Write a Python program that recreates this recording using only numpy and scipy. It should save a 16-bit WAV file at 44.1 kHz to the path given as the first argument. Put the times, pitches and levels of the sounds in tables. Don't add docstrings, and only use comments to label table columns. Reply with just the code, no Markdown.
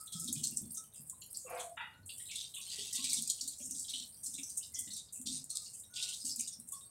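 import sys
import numpy as np
from scipy import signal
from scipy.fft import rfft, irfft, next_fast_len
from scipy.io import wavfile
from scipy.ndimage import uniform_filter1d

SR = 44100
rng = np.random.default_rng(int(sys.argv[2]) if len(sys.argv) > 2 else 0)


def materialize(psi):
    bounded = np.clip(np.atleast_2d(psi).T, -1, 1)
    quanta = np.round(bounded * 32767).astype(np.int16)
    wavfile.write(sys.argv[1], SR, quanta)


N = 304290

# t/s, length/s, f/Hz, level/dB
WHISTLES = [(0, 0.022, 1288, -61), (.09, 0.13, 1285, -62.5), (.77, 0.045, 1291, -65),
            (1.128, 0.014, 1035, -60), (1.39, 0.11, 6790, -61), (2.58, 0.023, 1097, -68.5),
            (2.64, 0.048, 1093, -77), (2.98, 0.032, 1084, -64.5), (5.52, 0.101, 1222, -73.5),
            (5.9, 0.23, 1468, -62.5), (6.72, 0.05, 1094, -60), (6.75, 0.18, 8450, -59.5)]
# t/s, rise/s, length/s, level/dB
SCRAPES = [(1.465, 0.051, 0.14, -49), (1.768, 0.0077, 0.044, -47)]
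# t/s, length/s, f/Hz, level/dB
SQUEAKS = [(1.448, .035, 495, -52), (1.46, .04, 1190, -60), (1.465, .035, 2660, -61),
           (1.508, .05, 690, -44), (1.515, .05, 485, -46), (1.57, .13, 697, -49), (1.78, .13, 2850, -58),
           (1.9, .1, 1455, -66)]
# t/s, length/s, rough f/Hz, level/dB
GLUG_RUNS = [(0.149, .03, 164.6, -43), (0.242, .43, 236.7, -49.5), (0.363, .03, 144.6, -44),
             (.532, .03, 147, -58.5), (.992, .03, 139.6, -54.5), (1.992, .03, 94, -58),
             (2.785, .03, 407, -52.5), (2.943, .24, 253, -60), (2.985, .03, 253, -50),
             (3.427, .03, 260, -55), (3.599, .03, 564, -61.5), (3.605, .14, 250, -51.5),
             (3.939, .07, 255, -60.5), (4.277, .14, 237, -60), (4.719, .08, 85.4, -59),
             (4.804, .08, 233, -59.5), (5.196, .2, 246.4, -52), (5.33, .07, 152, -58),
             (6.243, .03, 261.4, -50.5), (6.379, .03, 236, -54), (6.586, .03, 230, -55)]
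# t/s, length/s, level/dB, ticks over the hiss/dB
TRICKLES = [(0, 0.69, -57.5, -3), (0.71, 0.85, -64.5, 4), (2.093, 2.8, -60.5, -4.5),
            (5.557, 1.3, -64, -6.5)]
# t/s, rough length/s, f/Hz, pitch spread each way/octaves, level/dB
FROTH_BURSTS = [(.003, .03, 4960, 0.063, -62.5), (0.071, 0.017, 3620, 0.13, -55),
                (0.122, 0.034, 3620, 0.18, -50.5), (0.278, .02, 3820, 0.2, -53),
                (0.36, 0.041, 3340, 0.19, -54), (0.432, 0.022, 3380, 0.27, -56),
                (0.703, 0.01, 4980, 0.034, -63.5), (0.743, 0.014, 6300, 0.042, -55),
                (0.766, 0.023, 3720, 0.024, -62), (0.944, 0.019, 3340, .15, -70),
                (0.96, 0.065, 4970, 0.027, -69), (1.142, 0.018, 3840, 0.013, -75),
                (1.222, 0.022, 5650, 0.028, -68), (1.218, 0.011, 2960, 0.13, -58.5),
                (1.219, .012, 4190, 0.09, -56), (1.215, 0.015, 7130, 0.027, -52.5),
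                (1.345, .025, 4960, 0.17, -49.5), (1.574, .07, 3700, .25, -59),
                (1.597, 0.017, 3460, 0.21, -51.5), (2.092, 0.028, 3500, 0.4, -49.5),
                (2.198, .02, 1990, 0.1, -63.5), (2.197, 0.039, 3400, 0.24, -60),
                (2.256, 0.029, 3760, 0.084, -58), (2.287, 0.063, 3190, 0.31, -51.5),
                (2.313, .04, 2300, 0.091, -57), (2.441, 0.022, 3830, 0.11, -50),
                (2.539, 0.066, 3040, 0.305, -49), (2.728, 0.095, 1950, 0.015, -65),
                (2.759, 0.061, 2690, 0.25, -69), (2.921, 0.068, 1980, 0.014, -65),
                (3.04, 0.07, 2460, 0.082, -55), (3.12, .03, 2280, 0.037, -56),
                (3.292, 0.013, 3570, 0.21, -48.5), (3.387, 0.013, 3100, 0.14, -60.5),
                (3.409, 0.01, 5500, 0.42, -39.5), (3.478, 0.018, 4320, 0.085, -49),
                (3.594, 0.041, 3210, 0.48, -64.5), (3.625, 0.016, 6600, 0.067, -46.5),
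                (3.712, .012, 6300, 0.16, -46), (3.845, 0.0074, 3600, 0.18, -55),
                (3.88, 0.028, 4020, 0.36, -47), (3.936, .015, 3470, 0.24, -40.5),
                (3.984, 0.014, 3700, 0.063, -56), (4.019, 0.017, 3570, 0.23, -49),
                (4.339, 0.018, 3600, 0.056, -57.5), (4.381, 0.023, 2480, 0.17, -55),
                (4.383, 0.022, 3530, 0.1, -54), (4.432, 0.021, 5720, 0.087, -46),
                (4.502, 0.023, 4750, 0.05, -60), (4.608, 0.045, 2930, 0.081, -62),
                (4.627, .03, 4330, 0.33, -53.5), (4.726, 0.089, 2030, 0.019, -66),
                (4.745, 0.016, 6020, 0.2, -42), (4.755, .045, 3276, 0.047, -57),
                (4.87, 0.029, 1954, 0.031, -65), (4.871, 0.016, 3700, 0.049, -58.5),
                (4.904, 0.031, 3940, 0.12, -51), (4.968, .045, 3780, 0.077, -53),
                (5.085, 0.016, 4040, 0.25, -63), (5.152, 0.042, 2650, 0.044, -72),
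                (5.658, .018, 4600, 0.13, -51), (5.961, .035, 3130, 0.29, -44.5),
                (6.03, 0.018, 4450, 0.34, -47), (6.294, 0.04, 4900, 0.18, -42),
                (6.395, 0.038, 2620, 0.19, -59), (6.518, .04, 5540, 0.083, -52),
                (6.743, .06, 5500, 0.11, -65.5)]
# t/s, length/s, level/dB, f/Hz of the largest bubbles
SPURTS = [(0, 0.0079, -40.5, 8400), (0.124, 0.27, -39.5, 4700), (0.433, 0.05, -36.5, 4160),
          (0.563, 0.022, -41, 5400), (0.745, 0.018, -37.5, 5960), (0.944, 0.022, -44.5, 6950),
          (1.064, 0.13, -48, 8550), (1.305, 0.0061, -33.5, 10100), (1.347, 0.088, -46, 4200),
          (1.426, 0.29, -49, 8400), (1.596, 0.026, -38, 5940), (2.06, 0.23, -41, 7900),
          (2.312, 0.11, -41, 2750), (2.545, 0.039, -37.5, 7440), (2.612, 0.057, -43, 2540),
          (2.699, 0.086, -38.5, 2870), (2.718, 0.17, -37.5, 2765), (2.949, 0.11, -34.5, 2780),
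          (3.046, 0.017, -35.5, 2330), (3.106, 0.092, -32, 3530), (3.16, 0.37, -42, 3900),
          (3.584, 0.25, -41, 5960), (3.748, 0.095, -41, 3820), (3.885, 0.12, -40.5, 3200),
          (4.079, 0.21, -45.5, 8950), (4.234, 0.15, -39.5, 5230), (4.429, 0.22, -43.5, 5430),
          (4.74, 0.14, -41.5, 5150), (4.909, 0.077, -41.5, 4030), (5.127, 0.046, -37, 7040),
          (5.261, 0.1, -36, 3430), (5.496, 0.13, -42.5, 4010), (5.653, 0.08, -49, 4740),
          (5.737, 0.065, -43, 6850), (5.938, 0.015, -46.5, 2970), (5.96, 0.15, -36.5, 2720),
          (6.13, 0.085, -40, 4120), (6.25, 0.051, -33.5, 4800), (6.383, 0.064, -41.5, 4200),
          (6.676, 0.13, -46, 7440)]
# t/s, level/dB, crack level/dB, f/Hz of the largest
SLAPS = [(.013, -54.5, 32, 7900), (.062, -37.5, 0, 7500), (.199, -31, 0, 6500), (.218, -44, 18, 6500),
         (.244, -41.5, 25.5, 7700), (.278, -34.5, 0, 3340), (.328, -27.5, 16.5, 7000),
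         (.44, -25.5, -4, 4360), (.472, -38.5, 19, 4930), (.572, -30.5, 14.5, 5350),
         (.708, -39, 4, 8040), (.773, -34, 1, 5600), (1.076, -54, 12, 7850), (1.098, -37, 17.5, 6940),
         (1.33, -39.5, 20.5, 8800), (1.372, -35, 19, 8000), (1.55, -45, 10, 6840),
         (2.183, -38, 2, 8200), (2.265, -55, 18, 7000), (2.358, -34, 8, 3200),
         (2.412, -42.5, 17, 3030), (2.618, -49, 4, 5500), (2.82, -39, -4, 3340), (2.93, -29, -6, 5500),
         (2.954, -28, 5, 5730), (3.043, -29.5, 9, 3470), (3.098, -27.5, 4, 4470),
         (3.132, -27, 14, 6400), (3.145, -34, 12, 5900), (3.171, -33, -8, 3530),
         (3.223, -34.5, 19, 6840), (3.276, -32.5, 10, 4400), (3.3, -24, 9, 3760),
         (3.413, -34, 8, 4300), (3.479, -30, 10, 6600), (3.655, -35.5, -3, 5860),
         (3.71, -36, 17.5, 6400), (3.796, -34, 1, 5500), (3.897, -34.5, -5, 4220),
         (3.938, -38.5, 2, 3600), (4.241, -33, 6, 7300), (4.263, -30.5, -4, 4800),
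         (4.342, -46, 19.5, 5500), (4.433, -36.5, -1, 5500), (4.498, -36, 4, 6260),
         (4.575, -27, -2, 6240), (4.748, -64, 8, 5300), (4.79, -25.5, 4, 6550), (4.934, -36, 0, 4570),
         (4.966, -36, -6, 4500), (5.215, -37, 12, 7200), (5.272, -32.5, 14.5, 2780),
         (5.442, -43, 17, 7000), (5.504, -33.5, 4, 4150), (5.555, -32.5, 5, 4040),
         (5.571, -41, 23, 3880), (5.646, -46, 12, 5000), (5.738, -49, 11, 6750), (5.798, -41, 8, 6350),
         (6.027, -29.5, 8.5, 2960), (6.09, -34.5, 9, 2870), (6.139, -37.5, 7, 3940),
         (6.293, -37, 9, 4270), (6.308, -50, 16, 4400), (6.361, -35.5, 19.5, 6500),
         (6.396, -30.5, 7, 5500), (6.409, -38.5, 24.5, 6230), (6.477, -33, -14, 4040),
         (6.53, -42.5, -12, 4370), (6.6, -40, 16, 8800), (6.689, -40.5, 19, 7700),
         (6.723, -29, 2, 7440)]

QUIET_AIR = [(20, -16), (40, -8), (58, 2), (100, 6), (200, 0.5), (350, -11), (500, -8.5), (1000, -16.5),
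             (2000, -22), (4000, -29), (8500, -19), (11000, -16), (15800, -28)]
LOW_HOLLOW = [(210, -59), (350, -25), (482, -7), (566, -15), (694, 5), (772, -12.5), (1070, -7),
              (1300, -15), (1560, -13), (1780, -20), (2420, -12), (3480, -36), (5000, -32), (9900, -65)]
HIGH_HOLLOW = [(500, -30), (720, -10), (920, 10.5), (1030, 2), (1110, -9), (1250, 5.5), (1480, 5.5),
               (1680, 2.5), (1950, 10.5), (2150, -4), (2850, 6.5), (3100, -10.5), (3750, 5), (4150, -43),
               (8000, -70)]
TUB_BOOM = [(30, -28), (55, -7), (75, -8), (97, -3), (120, -9), (150, -1), (185, -5), (245, 2), (300, -6),
            (380, -19), (500, -30), (1500, -60)]
TRICKLE_RING = [(4000, -26), (7400, -50), (8100, -3), (8700, 12), (9300, -12.5), (12000, -17.5),
                (15800, -11)]
BASIN_RING = [(300, -26), (450, 8.5), (600, -18), (780, 9.5), (930, -30), (1090, -2), (1300, -16),
              (1580, 2), (1780, -28), (1950, 12), (2080, -1), (2280, 13.5), (2480, 5.5), (2700, 21.5),
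              (3300, 4.5), (6000, -46)]
FINE_SPRAY = [(3000, -52), (6500, -46), (8500, -0.5), (11000, 6), (15800, -7.5)]
HEAVY_SPLAT = [(200, -40), (500, -3), (1100, 25), (1600, -27), (2200, 22), (3000, 11), (6000, -55)]
MICROPHONE = [(2000, -11), (3700, 4.5), (4600, -1), (5500, -0.5), (7000, 1), (8000, 6), (8900, 5.5),
              (9600, -3), (11000, -6), (13000, -13), (15800, -19.5)]
BUBBLE_SWARM = [(.3, -45), (.74, -27.5), (0.889, -10), (0.996, -3.5), (1.499, 0), (2.499, -1.5), (5, -5)]
# f/Hz, random swing/dB
UNEVENNESS = [(3000, 6), (6000, 4), (9000, 3.5), (12000, 1.5)]
# f/Hz, time to fade by 60 dB/s
WALL_ECHO = [(150, 0.33), (700, 0.3), (2500, 0.21), (7000, 0.25), (15000, 0.15)]

WATER_ATTACK_S, WATER_FADE_DB_PER_S = 0.0015, 180
SCATTER_DB = 3.5


def amp(db):
    return 10 ** (np.asarray(db) / 20)


def unit(x):
    return x / np.sqrt(np.mean(x ** 2) + 1e-20)


def along(points, hz):
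    f, values = np.transpose(points)
    return np.interp(np.log(hz + 1), np.log(f + 1), values)


def add(track, s, sound):
    start = int(np.clip(round(s * SR), 0, N - 1))
    track[start:start + len(sound)] += sound[:N - start]


def envelope(age, attack_s, length_s, fade_db_per_s):
    return np.clip(age / attack_s, 0, 1) * amp(-fade_db_per_s * np.maximum(age - length_s, 0))


def colour(x, spectrum, size=8192):
    cepstrum = irfft(np.log(amp(along(spectrum, np.fft.rfftfreq(size, 1 / SR)))))
    cepstrum[1:size // 2] *= 2
    cepstrum[size // 2 + 1:] = 0
    response = irfft(np.exp(rfft(cepstrum)))
    return signal.fftconvolve(x, response / np.linalg.norm(response))[:N]


def crackle(rate, spread_db):
    hit = rng.random(N) < rate / SR
    sign = rng.choice([-1, 1], N)
    return unit(hit * sign * amp(spread_db * np.clip(rng.standard_normal(N), -2, 2)))


def tones(rows, waver_hz, softness):
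    out, flutter_db = np.zeros(N), 2
    for s, length, hz, db in rows:
        progress = np.linspace(0, 1, max(int(length * SR), 2))
        drift, flutter = [np.interp(progress, np.linspace(0, 1, 10), knots)
                          for knots in rng.standard_normal((2, 10))]
        swell = amp(db + flutter_db * flutter) * np.abs(np.sin(np.pi * progress)) ** softness
        add(out, s, swell * np.sin(2 * np.pi * np.cumsum(hz + waver_hz * drift) / SR))
    return out


def bubble(t, hz, cycles, rise, onset):
    age = t * hz / cycles
    loudness = amp(-60 * age) * (1 - np.exp(-t * hz / onset))
    return loudness * np.sin(2 * np.pi * hz * t * (1 + rise * age / 2))


def swarm(hz, lowest_hz):
    ratio, db = np.transpose(BUBBLE_SWARM)
    return amp(np.interp(np.log((hz + 1) / lowest_hz), np.log(ratio), db))


def yard(x, echo_db, places=24):
    out, place = np.zeros(N), np.linspace(0, places - 1, N)
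    for k in range(places):
        hz, t, noise = signal.stft(rng.standard_normal(SR // 3), SR, nperseg=256)
        tail = signal.istft(noise * amp(-60 * t / along(WALL_ECHO, hz)[:, None]), SR)[1]
        near = np.flatnonzero(np.abs(place - k) < 1)
        part = x[near] * np.cos(np.pi / 2 * (place[near] - k))
        add(out, near[0] / SR + .003, signal.fftconvolve(part, tail / np.linalg.norm(tail)))
    return x + amp(echo_db) * out


def air():
    return amp(-68.5) * colour(rng.standard_normal(N), QUIET_AIR)


def whistles():
    return amp(0.5) * tones(WHISTLES, waver_hz=24.2, softness=0.46)


def stray_drops(flow_db, count=380, low_hz=2376, high_hz=7980):
    out, t = np.zeros(N), np.arange(SR // 20) / SR
    starts = rng.integers(0, N, count)
    for i, smallness, strength in zip(starts, rng.random(count), rng.uniform(-3.1, 3.2, count)):
        hz = low_hz * (high_hz / low_hz) ** np.sqrt(smallness)
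        ring = bubble(t, hz, cycles=99, rise=0, onset=0.51)
        add(out, i / SR, amp(-54.5 + .22 * flow_db[i] + SCATTER_DB * strength) * ring)
    return out


def scrapes(fades_db_per_s=(473, 193)):
    t = np.arange(N) / SR
    low_force, high_force = [amp(db) * envelope(t - start, rise, length, fade)
                             for (start, rise, length, db), fade in zip(SCRAPES, fades_db_per_s)]
    low = low_force * colour(crackle(rate=380, spread_db=-1.5), LOW_HOLLOW)
    high = high_force * colour(crackle(rate=1100, spread_db=-0.5), HIGH_HOLLOW)
    return low + high + tones(SQUEAKS, waver_hz=30, softness=0.23)


def air_pockets(gap_s=.056, jitter_s=0.00702):
    rows = []
    for start, length, hz, db in GLUG_RUNS:
        rows.append((start, hz, db))
        for k, (late, pitch, weakness) in enumerate(rng.standard_normal((10, 3)), 1):
            if k * gap_s < length:
                s = start + k * gap_s + jitter_s * late
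                rows.append((s, hz * np.exp(0.071 * pitch), db - 5.5 * weakness))
    return rows


def tub(flow_db):
    glugs, heave, t = np.zeros(N), np.zeros(N), np.arange(SR // 3) / SR
    for s, hz, db in air_pockets():
        add(glugs, s, amp(db + 9.0) * bubble(t, hz * 0.979, cycles=16.6, rise=0.21, onset=1.55))
        add(heave, s - .015, amp(db - 12.5) * (1 - np.exp(-t / 0.0027)) * amp(-60 * t / 0.25))
    churn = amp(1.015 * flow_db - 50.0)
    return glugs + (heave + churn) * colour(crackle(rate=330, spread_db=-15.0), TUB_BOOM)


def trickle():
    out, t = np.zeros(N), np.arange(N) / SR
    hiss = colour(crackle(rate=1300, spread_db=10), TRICKLE_RING)
    tick_fade = amp(-60 * t[:SR // 50] / 0.021)
    tick_power = signal.fftconvolve(crackle(rate=65, spread_db=6.0) ** 2, tick_fade)[:N]
    ticks = unit(colour(np.sqrt(np.abs(tick_power)) * rng.standard_normal(N), FINE_SPRAY))
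    for start, length, db, tick_db in TRICKLES:
        running = envelope(t - start, WATER_ATTACK_S, length, WATER_FADE_DB_PER_S)
        out += amp(db) * running * (hiss + amp(tick_db) * ticks)
    return out


def basin(flow_db, flow_hz, deep_hz=3015, fade_db_per_octave=36):
    octaves_above = np.maximum(np.log2(flow_hz / deep_hz), 0)
    gain = amp(flow_db - 24.5 - fade_db_per_octave * octaves_above)
    return gain * colour(crackle(rate=310, spread_db=6.0), BASIN_RING)


def drips(flow_db, flow_hz, count=300, top_hz=8980):
    out, t = np.zeros(N), np.arange(SR // 25) / SR
    starts = rng.integers(0, N, count)
    for i, octaves_up, strength in zip(starts, rng.random(count), rng.uniform(-1.3, 1, count)):
        centre_hz = min(flow_hz[i] * 2 ** octaves_up, top_hz)
        for late, pitch in rng.random((3, 2)):
            ring = bubble(t, centre_hz * 2 ** (.18 * (pitch - .5)), cycles=100, rise=.02, onset=2)
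            add(out, i / SR + 0.011 * late, amp(flow_db[i] - 7 + SCATTER_DB * strength) * ring)
    return out


def froth(bubbles=28):
    out, t = np.zeros(N), np.arange(SR // 20) / SR
    for s, length, hz, width, db in FROTH_BURSTS:
        burst = np.zeros(SR // 3)
        for late, pitch, strength in rng.uniform(-0.77, 1, (bubbles, 3)):
            ring = bubble(t, hz * 2 ** (1.31 * width * pitch), cycles=83, rise=0.0091, onset=1.7)
            add(burst, length * abs(late) ** 1.3, amp(SCATTER_DB * strength) * ring)
        add(out, s, amp(db) * np.sqrt((length + 0.021) * SR) * burst / np.linalg.norm(burst))
    return out


def flow(step=32, climb_octaves_per_s=4.5, floor_db=-84):
    t = np.arange(N) / SR
    start, length, db, hz = np.transpose(SPURTS)[:, :, None]
    age = t[::step] - start
    power = (amp(db) * envelope(age, WATER_ATTACK_S, length, WATER_FADE_DB_PER_S)) ** 2 + 1e-20
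    octave = np.log2(hz) + climb_octaves_per_s * np.clip(age - length, 0, .15)
    level_db = 10 * np.log10(power.sum(0) + amp(floor_db) ** 2)
    lowest_hz = 2 ** np.average(octave, axis=0, weights=power)
    return np.interp(t, t[::step], level_db), np.interp(t, t[::step], lowest_hz)


def bubble_cloud(flow_hz, count=4000, size=700):
    start = rng.integers(0, N, (count, 1))
    hz = flow_hz[start] * np.exp(0.59 * np.abs(rng.standard_normal((count, 1))))
    hz = np.minimum(hz, rng.uniform(8500, 12500, (count, 1)))
    strength = amp(-1.5 * np.clip(rng.standard_normal((count, 1)), -2, 1.7)) * np.sqrt(hz)
    rings = strength * bubble(np.arange(size) / SR, hz, cycles=82, rise=0.26, onset=1.0)
    samples = start + np.arange(size)
    return unit(np.bincount(samples.ravel(), rings.ravel(), N)[:N])


def pour(flow_db, flow_hz):
    hz, t, clicks = signal.stft(crackle(rate=2200, spread_db=5.5), SR, nperseg=256)
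    patches = uniform_filter1d(rng.standard_normal(clicks.shape), size=3, axis=0)
    patches = unit(uniform_filter1d(patches, size=14, axis=1))
    lowest_hz = np.interp(t * SR, np.arange(N), flow_hz)
    gain = swarm(hz[:, None], lowest_hz) * amp(along(UNEVENNESS, hz)[:, None] * patches)
    patter = signal.istft(clicks * gain, SR, nperseg=256)[1][:N]
    bubbles = bubble_cloud(flow_hz)
    mist = amp(0.33 * flow_db - 52) * colour(crackle(rate=260, spread_db=0.0), FINE_SPRAY)
    weight = amp(flow_db - 33.0) * (3000 / flow_hz) ** 2
    splat = weight * colour(crackle(rate=130, spread_db=7.5), HEAVY_SPLAT)
    return amp(flow_db) * (amp(-3) * patter + amp(-21.5) * bubbles) + mist + splat


def slaps(size=4096, first_drops_s=0.0035):
    out, t, hz = np.zeros(N), np.arange(size) / SR, np.fft.rfftfreq(size, 1 / SR)
    drops = crackle(rate=7600, spread_db=0.5)
    spurt_heads = [(s, db - 1.5, -7, pitch) for s, _, db, pitch in SPURTS]
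    lead_in = size // 16
    for s, db, crack_db, lowest_hz in SLAPS + spurt_heads:
        snap = rng.choice([-1, 1], size) * amp(-60 * t / .0045) * (1 - np.exp(-t / .0003))
        crack = amp(crack_db + 12.0) * snap / np.linalg.norm(snap)
        scatter = amp(5) * drops[rng.integers(N - size):][:size]
        scatter *= amp(-60 * t / 0.097) * (1 - np.exp(-t / 0.0035))
        scatter = np.roll(scatter, -round(first_drops_s * SR))
        shape = swarm(hz, lowest_hz)
        bumps = unit(uniform_filter1d(rng.standard_normal(len(hz)), size=36))
        ring = shape * amp(along(UNEVENNESS, hz) * bumps)
        ring *= np.linalg.norm(shape) / np.linalg.norm(ring)
        burst = np.roll(crack + scatter, lead_in)
        add(out, s - lead_in / SR, amp(db) * irfft(rfft(burst) * ring))
    return out


def scene():
    flow_db, flow_hz = flow()
    splashing = amp(-5) * colour(pour(flow_db, flow_hz) + slaps(), MICROPHONE)
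    water = yard(splashing + trickle(), echo_db=-9.0)
    ringing = froth() + drips(flow_db, flow_hz) + basin(flow_db, flow_hz)
    water += amp(-4) * yard(ringing, echo_db=-2.5)
    hollow = yard(tub(flow_db) + scrapes(), echo_db=0.0)
    far = yard(whistles() + stray_drops(flow_db), echo_db=2.5)
    return (water + hollow + far + air())[None]


def record(dry, top_hz=15850):
    size = next_fast_len(N + SR // 2)
    kept = np.fft.rfftfreq(size, 1 / SR) < top_hz
    return irfft(rfft(dry, size) * kept, size)[..., :N]


dry = scene()
out = record(dry)
materialize(out)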